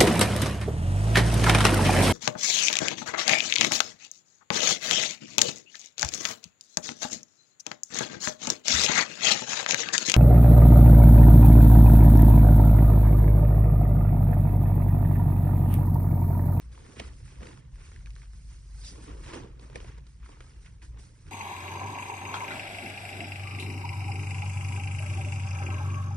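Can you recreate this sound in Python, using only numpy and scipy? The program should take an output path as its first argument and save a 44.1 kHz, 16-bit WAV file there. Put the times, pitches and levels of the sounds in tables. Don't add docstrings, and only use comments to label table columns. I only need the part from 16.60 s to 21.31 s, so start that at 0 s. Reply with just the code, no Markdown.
import sys
import numpy as np
from scipy import signal
from scipy.fft import rfft, irfft
from scipy.io import wavfile

SR = 44100
rng = np.random.default_rng(int(sys.argv[2]) if len(sys.argv) > 2 else 0)


def boost_factor(decibels):
    exponent = np.asarray(decibels, float) / 20
    return 10 ** exponent


def log_audio(samples):
    frames = np.atleast_2d(samples).T
    limited = np.clip(frames, -1, 1)
    pcm = np.round(limited * 32767).astype(np.int16)
    wavfile.write(sys.argv[1], SR, pcm)


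N = 207666


def rms_one(x):
    return x / np.sqrt(np.mean(x ** 2) + 1e-20)


def over_time(start_s, values):
    return np.interp(np.arange(N) / SR, start_s, values)


def at_hz(points, hz):
    hz_points, values = np.transpose(points)
    return np.interp(np.log(hz + 1), np.log(hz_points + 1), values)


def coloured(x, spectrum):
    gain = boost_factor(at_hz(spectrum, np.fft.rfftfreq(N, 1 / SR)))
    return rms_one(irfft(rfft(x) * gain, N))


def band(x, low_hz, high_hz):
    return signal.sosfilt(signal.butter(2, [low_hz, high_hz], "band", fs=SR, output="sos"), x)


def resonance(x, hz, width_hz):
    r = np.exp(-np.pi * width_hz / SR)
    feedback = [1, -2 * r * np.cos(2 * np.pi * hz / SR), r * r]
    return signal.lfilter([(1 - r * r) / 2, 0, (r * r - 1) / 2], feedback, x)


def drift(rate_hz):
    r = np.exp(-2 * np.pi * rate_hz / SR)
    wander = signal.lfilter([1], [1, -2 * r, r * r], rng.standard_normal(N + SR))
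    return rms_one(wander[SR:])


def swells(start_s, peak_db, rise_s, fall_s, rounded):
    hop = 64
    since_s = np.arange(0, N + hop, hop) / SR - start_s[:, None]
    rise_s = np.clip(rise_s, .005, 1)[:, None]
    fall_s = np.clip(fall_s, .005, 1)[:, None]
    away = np.where(since_s < 0, -since_s / rise_s, since_s / fall_s)
    level_db = peak_db[:, None] - np.minimum(10 * away ** rounded, 200)
    power = np.sum(boost_factor(level_db) ** 2, axis=0)
    return np.interp(np.arange(N) / hop, np.arange(len(power)), np.sqrt(power))


def grains(per_s, spread_db, clumps_db):
    sizes = boost_factor(spread_db * np.minimum(rng.exponential(1, N), 4)) * rng.choice([-1, 1], N)
    slips = rng.random(N) < per_s * boost_factor(clumps_db) / SR
    return sizes * slips + 1e-18


def crumb_rings(slips, low_hz, high_hz, cycles, tilt):
    pitches_hz = np.geomspace(low_hz, high_hz, 14)
    crumb = rng.integers(0, 14, N)
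    out = np.zeros(N)
    for k, hz in enumerate(pitches_hz):
        out += resonance(slips * (crumb == k) + 1e-18, hz, hz / cycles) / hz ** tilt
    return rms_one(out)


# hz, level_db
DUST_SPECTRUM = [(2300, -6), (3300, -11), (4400, -5), (5600, -3.5), (6500, -3.5), (7300, -6.5),
                 (8000, -4.5), (9300, -3.5), (10400, -13.5)]
# start_s (moment of the peak), crackle_db, fall_s (per 10 dB), depth_db (lumps over
SQUEEZES = [(0.019, -61.5, 0.04, -1), (0.16, -62, 0.1, -5.5), (0.26, -61.5, 0.3, 5), (0.4, -51.5, .09, 1),
            (0.71, -60.5, 0.14, 0.5), (0.83, -55, 0.0572, 6.5), (0.88, -56.5, .12, 2.5),
            (1.205, -60, .11, -6.5), (1.33, -62, .12, -0.5), (1.471, -55.5, 0.01, -7),
            (1.57, -62, 0.02, -2), (1.63, -62.5, .04, -6), (1.92, -69, .1, -1), (2.36, -62.5, 0.19, 8.5),
            (2.495, -56, .12, 9), (2.68, -49.5, 0.1062, 1.5), (2.744, -46.5, .07, 6),
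            (2.84, -62, .045, 14.5), (3.03, -62.5, .14, 6.5), (3.161, -51, 0.05, 2.5),
            (3.28, -56.5, 0.1, -1), (3.382, -54, -0.0171, 1.5), (3.47, -61.5, 0, -11),
            (3.645, -62, 0.1, -13), (3.71, -59.5, 0.08, 2), (3.82, -63.5, 0.27, -0.5),
            (4.06, -60, 0.03, -11), (4.225, -58, 0.02, -3), (4.38, -67.5, 0.23, 5.5),
            (4.68, -60.5, 0.06, 1)]
# start_s (moment of the peak), hiss_db, rise_s, fall_s (per 10 dB)
SLIDES = [(0.02, -68, 3, .06), (0.12, -65, -0.1, 0.16), (0.37, -63, .2, 0.12), (0.48, -62, 0.07, -0.1),
          (0.59, -64, 0.1, .05), (0.665, -62.5, 0.04, 0.12), (0.87, -61, 0.05, 0.08), (1.0, -68.5, 0.3, 0),
          (1.15, -69.5, .05, 0.43), (1.25, -64.5, 0.05, 0.2), (1.49, -70, .04, 0.2),
          (1.61, -65.5, 0.1, .04), (1.75, -67, .12, 0.2), (1.92, -64, 0.13, 0.2), (2.13, -69, 0.2, .1),
          (2.271, -55.5, 0.12, 0.14), (2.445, -59.5, .05, 0.05), (2.58, -69.5, 0.3, -0.4),
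          (2.675, -57.5, 0.1, .06), (2.75, -58.5, .02, 0.03), (3.01, -66, -0.2, 0.14),
          (3.21, -62.5, -1, .09), (3.5, -69, .05, .1), (3.65, -67.5, -0.1, .15), (3.82, -66.5, -0.07, 0.2),
          (4.01, -66, -0.06, 0.15), (4.225, -62, 0, 0.08), (4.39, -60, 0, .12), (4.57, -69.5, .05, 0.8),
          (4.68, -63, -0.04, -2)]


def powder():
    giving = drift(30)
    lumps = grains(5000, spread_db=3.0, clumps_db=1.1 * giving)
    lumps = crumb_rings(lumps, 192, 955, cycles=1.33, tilt=0.9)
    lumps = band(lumps, 170, 560) + .7 * band(lumps, 740, 1200)

    crumbs = grains(2200, spread_db=3.0, clumps_db=2.4 * giving)
    crumbs = band(crumb_rings(crumbs, 826, 3120, cycles=1.8, tilt=0.21), 720, 3430)
    crumbs = crumbs + .6 * resonance(crumbs, hz=900, width_hz=300)

    dust = coloured(grains(15000, spread_db=1.0, clumps_db=1.6 * giving), DUST_SPECTRUM)
    packed_dust = band(dust[::-1], 2400, 8500)

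    start_s, crackle_db, fall_s, depth_db = np.transpose(SQUEEZES)
    rise_s = 0.43 * fall_s
    squeeze = swells(start_s, crackle_db, rise_s, fall_s, rounded=1.005)
    deep = swells(start_s, crackle_db + depth_db, rise_s, fall_s, rounded=1.005)
    slide = swells(*np.transpose(SLIDES), rounded=1.48)
    dragged = boost_factor(-8) * slide

    lumps_level = np.hypot(deep, boost_factor(-75))
    crumbs_level = np.hypot(np.hypot(squeeze, dragged), boost_factor(-82))
    dust_level = np.hypot(slide, boost_factor(-82))
    out = boost_factor(5.0) * lumps_level * lumps
    out += boost_factor(1.5) * crumbs_level * crumbs
    out += boost_factor(4.0) * dust_level * dust
    out += boost_factor(5.0) * boost_factor(-7.5) * squeeze * packed_dust
    return out


# start_s, peak_db, ring_hz, thump_db
BREAKS = [(0.1769, -40, 910, -25), (0.2637, -40, 1250, -25), (0.3676, -41.5, 1830, -2),
          (0.3964, -26.5, 2120, -10), (0.3991, -25.5, 2320, -5), (0.8065, -42.5, 1500, -2),
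          (0.8163, -46.5, 888, 9), (0.8312, -38, 1810, -3), (0.8691, -35.5, 1790, -5.5),
          (2.642, -45, 2102, -14), (2.6619, -39.5, 2670, -6), (2.7105, -43, 1060, -11.5),
          (2.735, -33.5, 2380, -12), (2.7435, -36, 1020, 2), (2.9948, -47, 3290, -1),
          (3.098, -46.5, 802, 1), (3.0996, -46.5, 2220, -16), (3.1291, -47, 1000, -1),
          (3.1566, -27, 1970, -2), (3.2031, -40, 1970, -1.5), (3.228, -42, 821, -0.5),
          (3.2443, -42, 1217, 1), (3.3755, -54, 1210, -10), (3.467, -47, 4040, -9),
          (3.6908, -40.5, 853, -12), (3.8056, -37, 1390, -7.5)]
# start_s, peak_db, ring_hz
SNAPS = [(0.308, -47, 912), (0.328, -46.5, 942), (0.4776, -50, 813), (0.5343, -47, 2380),
         (0.66, -53.5, 1530), (0.6782, -52.5, 1860), (0.9745, -42.5, 816), (1.1572, -49, 1710),
         (1.2142, -50, 1580), (1.3172, -43, 1638), (1.3613, -41.5, 1851), (1.391, -50.5, 1670),
         (1.407, -48.5, 1640), (1.4588, -40, 2500), (1.5048, -43, 2640), (1.5542, -44.5, 4230),
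         (1.5627, -39.5, 1560), (1.6181, -42.5, 1850), (1.656, -54, 1620), (1.734, -52, 832),
         (2.145, -54, 1008), (2.2478, -42.5, 4910), (3.276, -47, 1184), (3.6295, -50.5, 1186),
         (3.6605, -40.5, 1072), (4.0607, -41.5, 2200), (4.2187, -46.5, 1800), (4.373, -55.5, 2087),
         (4.6676, -49, 1497)]


def cracks():
    size = 2048
    out = np.zeros(N + size)
    t = np.arange(size) / SR
    # edge_db, crumble_s; snaps also get thump_db
    rows = [(*row, -21.5, 0.0027) for row in BREAKS]
    rows += [(*row, -26, -19, 0.0021) for row in SNAPS]
    for start_s, peak_db, ring_hz, thump_db, edge_db, crumble_s in rows:
        burst = np.exp(-t / crumble_s) + 0.098 * np.exp(-t / 0.023)
        splinters = rng.standard_normal(size) * (rng.random(size) < .07) * burst
        splinters[30] += 1.5
        ring = resonance(splinters, ring_hz, 0.46 * ring_hz)
        thump = band(splinters, 313, 756)
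        edge = band(splinters, 3500, 10000)
        at = int(start_s * SR)
        for layer, rel_db in [(ring, 0), (thump, thump_db), (edge, edge_db)]:
            out[at:at + size] += boost_factor(peak_db + rel_db + 1.5) * layer / np.abs(layer).max()
    return out[:N]


# start_s, level_db
SKID = [
    (2.14, -86),
    (2.2, -65),
    (2.25, -46),
    (2.29, -47),
    (2.32, -55.5),
    (2.38, -87.5),
]
# pitch_hz, width_hz, level_db
SQUEAKS = [(3930, 300, -6), (4625, 30, -7), (4885, 45, 0), (5150, 30, -8), (5630, 180, -1), (6660, 40, -12),
           (5000, 3500, -3)]


def skid():
    noise = rng.standard_normal(N)
    squeaks = np.zeros(N)
    for pitch_hz, width_hz, level_db in SQUEAKS:
        squeaks += boost_factor(level_db) * rms_one(resonance(noise, pitch_hz, width_hz))
    return boost_factor(over_time(*np.transpose(SKID))) * rms_one(squeaks)


# hz, level_db
RUMBLE = [(12, -38), (20, -20), (33, -6), (56, -0.5), (86, -16), (125, -11.5), (219, -33.5), (248, -41.5),
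          (311, -38.5), (400, -59.5), (520, -87.5), (880, -120)]
# start_s, level_db
RUMBLE_SWELL = [(0.0, -57.5), (0.6, -53), (1.08, -56), (1.45, -51), (1.68, -60.5), (1.81, -52.5),
                (2.03, -58), (2.4, -53), (2.81, -51), (3.03, -60), (3.16, -51), (3.64, -59), (4.13, -56),
                (4.43, -55), (4.6, -60), (4.71, -49.5)]
# start_s (moment of the peak), peak_db, swell_s (per 10 dB, rise and fall),
# pitch_hz
SURGES = [(0.08, -39.5, .08, 58.36), (0.27, -48.5, 0, 59.2), (0.47, -37.5, 0.05, 62.3),
          (0.63, -50.5, -0.3, 59.1), (0.8, -37, 0.02, 56.1), (0.98, -49.5, -0.2, 51.07),
          (1.14, -38, .035, 45.27), (1.33, -44, 0.16, 41.92), (1.5, -36.5, 0.05, 52), (1.68, -43, .15, 51),
          (1.85, -42.5, 0.1, 51.42), (2.18, -40.5, 0.22, 49.36), (2.44, -45, .1, 56.44),
          (2.55, -38.5, 0.06, 53), (2.91, -40, 0, 52), (3.05, -45, .12, 56.1), (3.23, -44, 0.03, 50.1),
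          (3.39, -42.5, .15, 55.6), (3.64, -40.5, .045, 57.46), (3.97, -42.5, 0.05, 55.97),
          (4.22, -47, 0.03, 58), (4.34, -42, 0.1, 58.6), (4.7, -48, .04, 64.1)]


def hum():
    start_s, peak_db, swell_s, pitch_hz = np.transpose(SURGES)
    phase = 2 * np.pi * np.cumsum(over_time(start_s, pitch_hz)) / SR
    tone = np.sqrt(2) * swells(start_s, peak_db, swell_s, swell_s, rounded=1.15) * np.sin(phase)
    rumble = coloured(rng.standard_normal(N), RUMBLE)
    rumble = rumble - 0.94 * band(rumble, 38, 70)
    rumble = band(band(rumble, 34, 740), 24, 900)
    return tone + boost_factor(over_time(*np.transpose(RUMBLE_SWELL)) + 10) * rumble


# hz, left_lead_rad
PORT_PHASE = [(0, 0), (520, 0), (650, 3.0), (880, 2.3), (1000, 1.4), (1250, 0.7), (1810, 0.1), (2670, 1.6),
              (3530, 1.0), (4390, 1.5), (5510, 0.6), (6550, 2.5), (8700, 4.1), (10300, 6.3)]
# hz, left_minus_right_db
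PORT_BALANCE = [(60, 0.7), (150, -4), (330, -4), (600, -0.5), (1100, 2), (2500, -3), (5000, -1.3),
                (10000, 0)]
# hz, share_0_to_1
DIRECT = [(40, .997), (130, .88), (350, .5), (540, .02), (780, .2), (1200, .12), (1550, .5), (3000, .52),
          (10000, .5)]


def ports(x, spread):
    hop, size, delay = 384, 2048, 128
    starts = np.arange(0, N + hop, hop)
    pieces = np.pad(x, (hop, 3 * hop))[starts[:, None] + np.arange(2 * hop)]
    pieces = pieces * np.hanning(2 * hop + 1)[:-1]
    hz = np.fft.rfftfreq(size, 1 / SR)

    echoes = rng.standard_normal((2, len(starts), 1000)) * np.exp(-np.arange(1000) / SR / .003)
    scatter = rfft(echoes / np.sqrt(np.sum(echoes ** 2, axis=-1, keepdims=True)), size)
    direct = np.clip(at_hz(DIRECT, hz), 0, 1) ** spread
    side = np.array([.5, -.5])[:, None, None]
    late = np.exp(-2j * np.pi * hz * delay / SR)
    lead = np.exp(1j * side * at_hz(PORT_PHASE, hz)) * late
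    paths = np.sqrt(direct) * lead + np.sqrt(1 - direct) * scatter * late
    paths = paths / np.abs(paths) ** .6
    balance = boost_factor(side * at_hz(PORT_BALANCE, hz))
    heard = irfft(rfft(pieces, size) * paths * balance, size)

    out = np.zeros((2, N + 2 * hop + size))
    for k, at in enumerate(starts):
        out[:, at:at + size] += heard[:, k]
    return out[:, hop + delay:hop + delay + N]


# hz, level_db
HISS = [(300, -7), (1000, -2.5), (3000, -0.5), (7300, -1), (10000, -2.5)]


def self_noise():
    hiss = [coloured(band(rng.standard_normal(N), 200, 10500), HISS) for _ in range(2)]
    return boost_factor(-80) * np.array(hiss)


def scene():
    wide = powder() + skid() + hum()
    return ports(wide, spread=1) + ports(cracks(), spread=.45) + self_noise()


def top_cut(x):
    return signal.sosfilt(signal.butter(12, 10750, fs=SR, output="sos"), x)


def record(dry):
    low_pass = signal.ellip(12, .5, 60, 10230, fs=SR, output="sos")
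    mix = signal.sosfilt(low_pass, dry)
    return top_cut(mix)


dry = scene()
out = record(dry)
log_audio(out)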